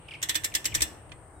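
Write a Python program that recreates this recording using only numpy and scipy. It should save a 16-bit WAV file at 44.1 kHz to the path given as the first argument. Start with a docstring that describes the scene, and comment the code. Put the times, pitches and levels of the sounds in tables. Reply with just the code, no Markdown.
"""Cranking a hand winch

A winch on a tall metal pole clicks through eight ratchet teeth in an open yard. At each tooth the
catch scrapes over the tip, then snaps down and rings the steel frame and the pole. Small birds
chirp nearby, insects hiss in the grass and a light wind rumbles on the microphone."""
import sys
import numpy as np
from scipy import signal
from scipy.fft import rfft, irfft
from scipy.io import wavfile
from scipy.ndimage import uniform_filter1d

SR = 44100
rng = np.random.default_rng(int(sys.argv[2]) if len(sys.argv) > 2 else 0)


def transcribe(u):
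    """Save the signal u as a 16-bit wav file named by the first command-line argument.

    u: samples, shape (n,) or (channels, n), limited to [-1, 1]; the rate is SR.
    q: integer samples, one column per channel.
    """
    v = np.clip(np.atleast_2d(u).T, -1, 1)
    q = np.round(v * 32767).astype(np.int16)
    wavfile.write(sys.argv[1], SR, q)


N = 61739
TIME = np.arange(N) / SR
HIT_TIME = np.arange(SR // 4) / SR  # seconds since a hit began
HIT_SIZE = len(HIT_TIME)

# Ratchet teeth: start_s, snap_db, scrape_lead_s, scrape_db, pole_db, pan_db, then five tone_db
TEETH = [(0.227, -4, 0.011, -6, -3.5, -0.5, 0, 3.5, 0.11, -0.096, -1.4),
         (0.2933, -1.5, 0.0073, 0.5, -4.5, 0, 1, 4, -0.28, -0.21, 0.42),
         (.3533, -0.5, 0.0098, 2, -2.5, -3, 1.5, 1, -2.4, 0.48, -0.61),
         (0.4431, 0, 0.0085, -1.5, -8, -1, -4, -3, -1.2, -1, 0),
         (0.5496, 0.5, 0.011, 2.5, -5.5, -1.5, -3, -1, -0.25, 0.49, 0.056),
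         (0.6537, 0, 0.011, 1.5, -4.5, -1.5, -6, -1.5, 0.68, -2.8, 0),
         (0.7487, 1, 0.0075, 5, -1.5, 0, 0, -3, 0.19, -2.1, 0.96),
         (0.8192, 2.5, 0.014, 8, 1.5, 0, -3.5, -1, -1, 0.98, -0.71)]
# Where each tone_db lifts or lowers the snap: freq_hz
TONE_BANDS = [1900, 3400, 5800, 8000, 12000]
# Ringing notes of the frame and the pole: pitch_hz, level_db, fade_s (time to drop by 60 dB)
FRAME_NOTES = [(1783, -4, .11), (1921, -9, .09), (2053, -6.5, .11), (2675, -13, .14), (2875, -16, .28),
               (3425, -4, .1), (3518, -4.5, .13), (5372, -1, .07), (6062, -1, .07), (6900, -4, .06),
               (7500, -1, .09), (7800, 1, .075), (8435, -4, .08), (10630, -8, .07)]
POLE_NOTES = [(311.4, -41, 0.16), (560, -49, .07), (1075, -45.5, 0.065)]
# Tone of the gear's clatter, the catch's scrape, the pole's thud and the handle: freq_hz, level_db
CLATTER_TONE = [(200, -21), (600, -19), (1000, -15), (1400, -11.5), (1800, 2.5), (2350, -6), (3500, -3),
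                (4000, -1.5), (4900, -1.5), (6000, 2), (7200, -5.5), (7750, 8.5), (8500, -1.5),
                (9400, -10.5), (10600, -7.5), (14300, -8), (15300, -20), (16200, -12)]
SCRAPE_TONE = [(300, -16), (1300, -12.5), (2000, 8.5), (2600, 2.5), (3600, 4), (4800, -10), (6000, 1),
               (6800, 1), (7800, -1), (9400, -5.5), (14000, -9), (16000, -10)]
THUD_TONE = [(60, -18), (170, -13), (320, 5.5), (480, 4), (750, -2), (1080, 11), (1400, -19), (2500, -33)]
KNOCK_TONE = [(200, -1.5), (1400, -0.5), (2050, -1.5), (2800, 3.5), (3700, -2), (4800, -11), (8000, -12.5),
              (15000, -37)]
# How long the clatter and the yard's echo last: freq_hz, fade_s
CLATTER_FADE = [(500, 0.12), (2000, 0.12), (5000, 0.052), (8000, 0.068), (14000, 0.078)]
YARD_FADE = [(250, 1), (700, 0.91), (2500, 0.35), (5000, 0.34), (8000, 0.33), (14000, .33)]
# Knocks of the settling handle: start_s, level_db
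HANDLE_KNOCKS = [(1.092, -56), (1.1164, -37.5)]
# Falling chirps: start_s, length_s, level_db, glide_s
FALLING_CHIRPS = [(.083, .015, -38, .007), (.1075, .026, -37.5, .011), (.1355, .027, -36.5, .011),
                  (.320, .018, -43, .010), (.517, .014, -42, .006), (.541, .014, -39, .008),
                  (.569, .014, -39, .008), (.718, .019, -37, .007), (.775, .024, -37.5, .011)]
# Paths of one rising chirp and a far whistle: time_s, pitch_hz, level_db
RISING_CHIRP = [(.655, 1700, -42), (.660, 2350, -31), (.664, 3100, -28), (.669, 2950, -39),
                (.686, 2900, -56)]
FAR_WHISTLE = [(1.345, 3870, -85), (1.37, 3810, -77), (1.40, 3700, -78)]
# Tone of a chirp's rasp, far birds, steady air, the breeze and wind rumble: freq_hz, level_db
RASP_TONE = [(1000, -11), (2000, 0), (3000, 1), (3900, -9), (5000, -4), (6500, -17), (11000, -18),
             (13000, -26), (16000, -32)]
FAR_BIRD_TONE = [(1500, -27.5), (2300, -3.5), (2900, 0.5), (3400, -7.5), (4300, -15.5), (8000, -50)]
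AIR_TONE = [(25, -9), (80, 3), (160, -4), (225, -25.5), (310, -7), (400, -13), (750, -11.5), (1130, -16.5),
            (2160, -25), (3000, -62), (4700, -42), (7100, -44), (10400, -47), (14800, -48), (16000, -62)]
BREEZE_TONE = [(60, -24), (180, -5.5), (330, -3), (750, -7.5), (1200, -10.5), (2200, -21), (6000, -39)]
WIND_TONE = [(12, -45), (30, -14), (58, -0.5), (110, -3), (180, -16), (400, -32), (1500, -71)]
# How far birds, the breeze and the gusts swell and sink: time_s, level_db
FAR_BIRD_LEVELS = [(0, -66.5), (.05, -61.5), (.2, -61.5), (.9, -62.5), (1.2, -73.5), (1.4, -82)]
BREEZE_LEVELS = [(0, -69), (.5, -55), (.7, -54.5), (.85, -50), (.95, -51.5), (1.05, -60), (1.4, -62.5)]
GUST_LEVELS = [(0, -71), (.3, -65), (.52, -53.5), (.62, -67), (.74, -42.5), (.83, -41), (.88, -50.5),
               (1.02, -68), (1.11, -49.5), (1.4, -75)]
# How alike left and right are for air, steel and wind: freq_hz, likeness (1 same, -1 opposite)
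AIR_STEREO = [(60, 0.97), (290, 0.91), (640, 0.69), (1410, 0.39), (3100, 0), (15000, 0)]
STEEL_STEREO = [(300, -0.3), (700, 0.22), (1400, -0.62), (2200, -0.25), (3000, .35), (5000, 0.26),
                (8000, -0.2), (15000, 0.18)]
WIND_STEREO = [(30, .4), (200, .5)]


def ratchet(bounce_s=.0026, bounce_db=-1.5):
    """At each tooth the catch scrapes, snaps down, bounces once and shakes the pole."""
    out = np.zeros((2, N))
    landing, rebound = (noise(CLATTER_TONE, HIT_SIZE, STEEL_STEREO) for _ in range(2))
    for start_s, snap_db, scrape_lead_s, scrape_db, pole_db, pan_db, *tone_db in TEETH:
        sides = pan(pan_db)
        add(out, start_s - scrape_lead_s, amp(scrape_db) * sides * scrape())
        add(out, start_s, amp(snap_db) * sides * snap(landing, tone_db))
        add(out, start_s + bounce_s, amp(snap_db + bounce_db) * sides * snap(rebound, tone_db))
        add(out, start_s, amp(pole_db) * pole())
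    return out


def snap(shared_clatter, tone_db, shared_part=.45, strike_s=.000566, spread_db=2.5):
    """The catch lands: the frame rings and the gear clatters, partly alike at every tooth."""
    fresh_clatter = noise(CLATTER_TONE, HIT_SIZE, STEEL_STEREO)
    clatter = np.sqrt(shared_part) * shared_clatter + np.sqrt(1 - shared_part) * fresh_clatter
    clatter = die_away(vary_contact(clatter), CLATTER_FADE)
    ring = np.zeros((2, HIT_SIZE))
    for hz, db, fade_s in FRAME_NOTES:
        level = amp(db + spread_db * rng.standard_normal())
        phase = 2 * np.pi * (hz * HIT_TIME + rng.random((2, 1)))
        ring += level * hit_shape(strike_s, fade_s) * np.sin(phase)
    steel = shape_tone(amp(-20) * clatter + amp(-33.5) * ring, list(zip(TONE_BANDS, tone_db)))
    fade_in = np.minimum(HIT_TIME / strike_s, 1)
    fade_out = np.minimum(10 * (1 - HIT_TIME / HIT_TIME[-1]), 1)
    return steel * fade_in * fade_out


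def scrape():
    """The catch rubs over a tooth's tip in a short burst of noise."""
    rubbing = vary_contact(noise(SCRAPE_TONE, HIT_SIZE, STEEL_STEREO))
    return amp(-32) * rubbing * hit_shape(rise_s=.003, fade_s=.04)


def pole():
    """The shaken pole gives a few low notes and a hollow thud."""
    ring = sum(amp(db) * ringing(hz, rise_s=.0049, fade_s=fade_s) for hz, db, fade_s in POLE_NOTES)
    thud = amp(-45.5) * noise(THUD_TONE, HIT_SIZE) * hit_shape(rise_s=.0061, fade_s=.05)
    return ring + thud


def handle():
    """The loose handle settles with soft knocks and a short steel ring."""
    out = np.zeros((2, N))
    ring = amp(-8) * ringing(hz=2030, rise_s=.004, fade_s=.07)
    for start_s, db in HANDLE_KNOCKS:
        knock = vary_contact(noise(KNOCK_TONE, HIT_SIZE)) * hit_shape(rise_s=.004, fade_s=.04)
        add(out, start_s, amp(db) * (knock + ring))
    return out


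def vary_contact(sound, step_hz=190, spread_db=4):
    """Each spot that is hit brings out other pitches, so the tone gets random peaks and dips."""
    hz = np.arange(0, SR / 2, step_hz)
    db = spread_db * np.clip(rng.standard_normal(len(hz)), -2, 2)
    return unit(shape_tone(sound, list(zip(hz, db))))


def birds(top_hz=3500, bottom_hz=1980, rise_s=.003):
    """Birds sing quick raspy falling chirps, one clean rising chirp and a far whistle."""
    out = np.zeros((2, N))
    for start_s, length_s, db, glide_s in FALLING_CHIRPS:
        t = np.arange(0, length_s, 1 / SR)
        hz = bottom_hz + (top_hz - bottom_hz) * np.exp(-t / glide_s)
        level = amp(db) * np.minimum(t / rise_s, 1) * np.sqrt(1 - t / length_s)
        add(out, start_s, level * bird_voice(hz, rough=1))
    for call in (RISING_CHIRP, FAR_WHISTLE):
        times, hz, db = np.transpose(call)
        t = np.arange(times[0], times[-1], 1 / SR)
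        level = amp(np.interp(t, times, db))
        add(out, times[0], level * bird_voice(np.interp(t, times, hz), rough=0))
    return out


def bird_voice(hz, rough):
    """A whistle with a faint octave above; roughness adds rasp and shakes its pitch and level."""
    wobble, flutter = rough * unit(uniform_filter1d(rng.standard_normal((2, len(hz))), size=50))
    phase = 2 * np.pi * np.cumsum(hz * (1 + .025 * wobble)) / SR
    whistle = (1 + .22 * flutter) * (np.sin(phase) + amp(-32) * np.sin(2 * phase))
    return whistle + rough * amp(-13.5) * noise(RASP_TONE, len(hz))


def yard_echo(sound, delay_s=.004):
    """Houses and trees scatter the sound back as a short wash of echoes."""
    fade_in = np.clip(np.arange(SR) / SR / delay_s - 1, 0, 1)
    tail = die_away(rng.standard_normal((2, SR)), YARD_FADE) * fade_in
    return signal.fftconvolve(sound, tail / np.linalg.norm(tail[0]), axes=1)[:, :N]


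def wind():
    """Air hums steadily, a breeze rustles and gusts rumble on the microphone."""
    air = amp(-50.5) * noise(AIR_TONE, N)
    breeze = swell(BREEZE_LEVELS) * noise(BREEZE_TONE, N)
    gusts = swell(GUST_LEVELS) * noise(WIND_TONE, N, WIND_STEREO)
    return pan(2) * (air + breeze) + pan(4.5) * gusts


def insects(pitch_hz=8580, half_width_hz=456):
    """Insects in the grass blend into one high, narrow hiss."""
    band = 1 / (1 + ((np.fft.rfftfreq(N, 1 / SR) - pitch_hz) / half_width_hz) ** 2)
    hiss = unit(irfft(rfft(rng.standard_normal((2, N))) * band, N))
    return amp(-62) * pan(5) * hiss


def far_birds():
    """Distant birds blur into a faint band of noise near 3 kHz."""
    return swell(FAR_BIRD_LEVELS) * noise(FAR_BIRD_TONE, N)


def amp(db):
    """Turns decibels into a volume multiplier."""
    return 10 ** (np.asarray(db) / 20)


def unit(sound):
    """Scales a sound to an average power of 1."""
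    return sound / np.sqrt(np.mean(sound ** 2) + 1e-20)


def look_up(table, hz):
    """Reads between a table's rows, giving each octave equal room."""
    row_hz, values = np.transpose(table)
    return np.interp(np.log(hz + 1), np.log(row_hz + 1), values)


def pan(db):
    """Volumes for the two sides, with the left louder by db."""
    return amp(np.array([[db / 2], [-db / 2]]))


def add(mix, start_s, sound):
    """Mixes a sound in at its start time."""
    part = mix[:, round(start_s * SR):][:, :sound.shape[-1]]
    part += sound[..., :part.shape[1]]


def shape_tone(sound, tone):
    """Turns each frequency up or down as a tone table says."""
    size = sound.shape[-1]
    gain = amp(look_up(tone, np.fft.rfftfreq(size, 1 / SR)))
    return irfft(rfft(sound) * gain, size)


def noise(tone, size, stereo=AIR_STEREO):
    """Noise with a given tone and a given likeness between left and right."""
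    left, other = rfft(rng.standard_normal((2, size)))
    likeness = np.clip(look_up(stereo, np.fft.rfftfreq(size, 1 / SR)), -1, 1)
    right = likeness * left + np.sqrt(1 - likeness ** 2) * other
    return unit(shape_tone(irfft(np.array([left, right]), size), tone))


def die_away(sound, fades):
    """Lets each band of frequencies fade at its own speed."""
    hz, t, bands = signal.stft(sound, SR, nperseg=128)
    bands = bands * amp(-60 * t / look_up(fades, hz)[:, None])
    return signal.istft(bands, SR, nperseg=128)[1][:, :sound.shape[-1]]


def hit_shape(rise_s, fade_s):
    """The volume of a hit: it climbs for rise_s, then drops 60 dB every fade_s."""
    return np.minimum(HIT_TIME / rise_s, 1) * amp(-60 * np.maximum(HIT_TIME - rise_s, 0) / fade_s)


def ringing(hz, rise_s, fade_s):
    """One pure, fading note of struck metal."""
    return hit_shape(rise_s, fade_s) * np.sin(2 * np.pi * hz * HIT_TIME)


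def swell(levels):
    """Volume over time, sliding between a table's rows."""
    return amp(np.interp(TIME, *np.transpose(levels)))


def scene():
    """The winch and the birds echo in the yard, over wind, insects and far birds."""
    winch = ratchet() + handle()
    song = birds()
    echo = yard_echo(amp(-16.5) * winch + amp(-6) * song)
    return winch + song + echo + wind() + insects() + far_birds()


def record(dry, low_cut_hz=36, high_cut_hz=15900):
    """Trims away the deepest bass and the highest treble."""
    bass_cut = signal.butter(2, low_cut_hz, "high", fs=SR, output="sos")
    treble_cut = signal.firwin(255, high_cut_hz, window=("kaiser", 9), fs=SR)
    return signal.oaconvolve(signal.sosfilt(bass_cut, dry), treble_cut[None], "same")


dry = scene()
out = record(dry)
transcribe(out)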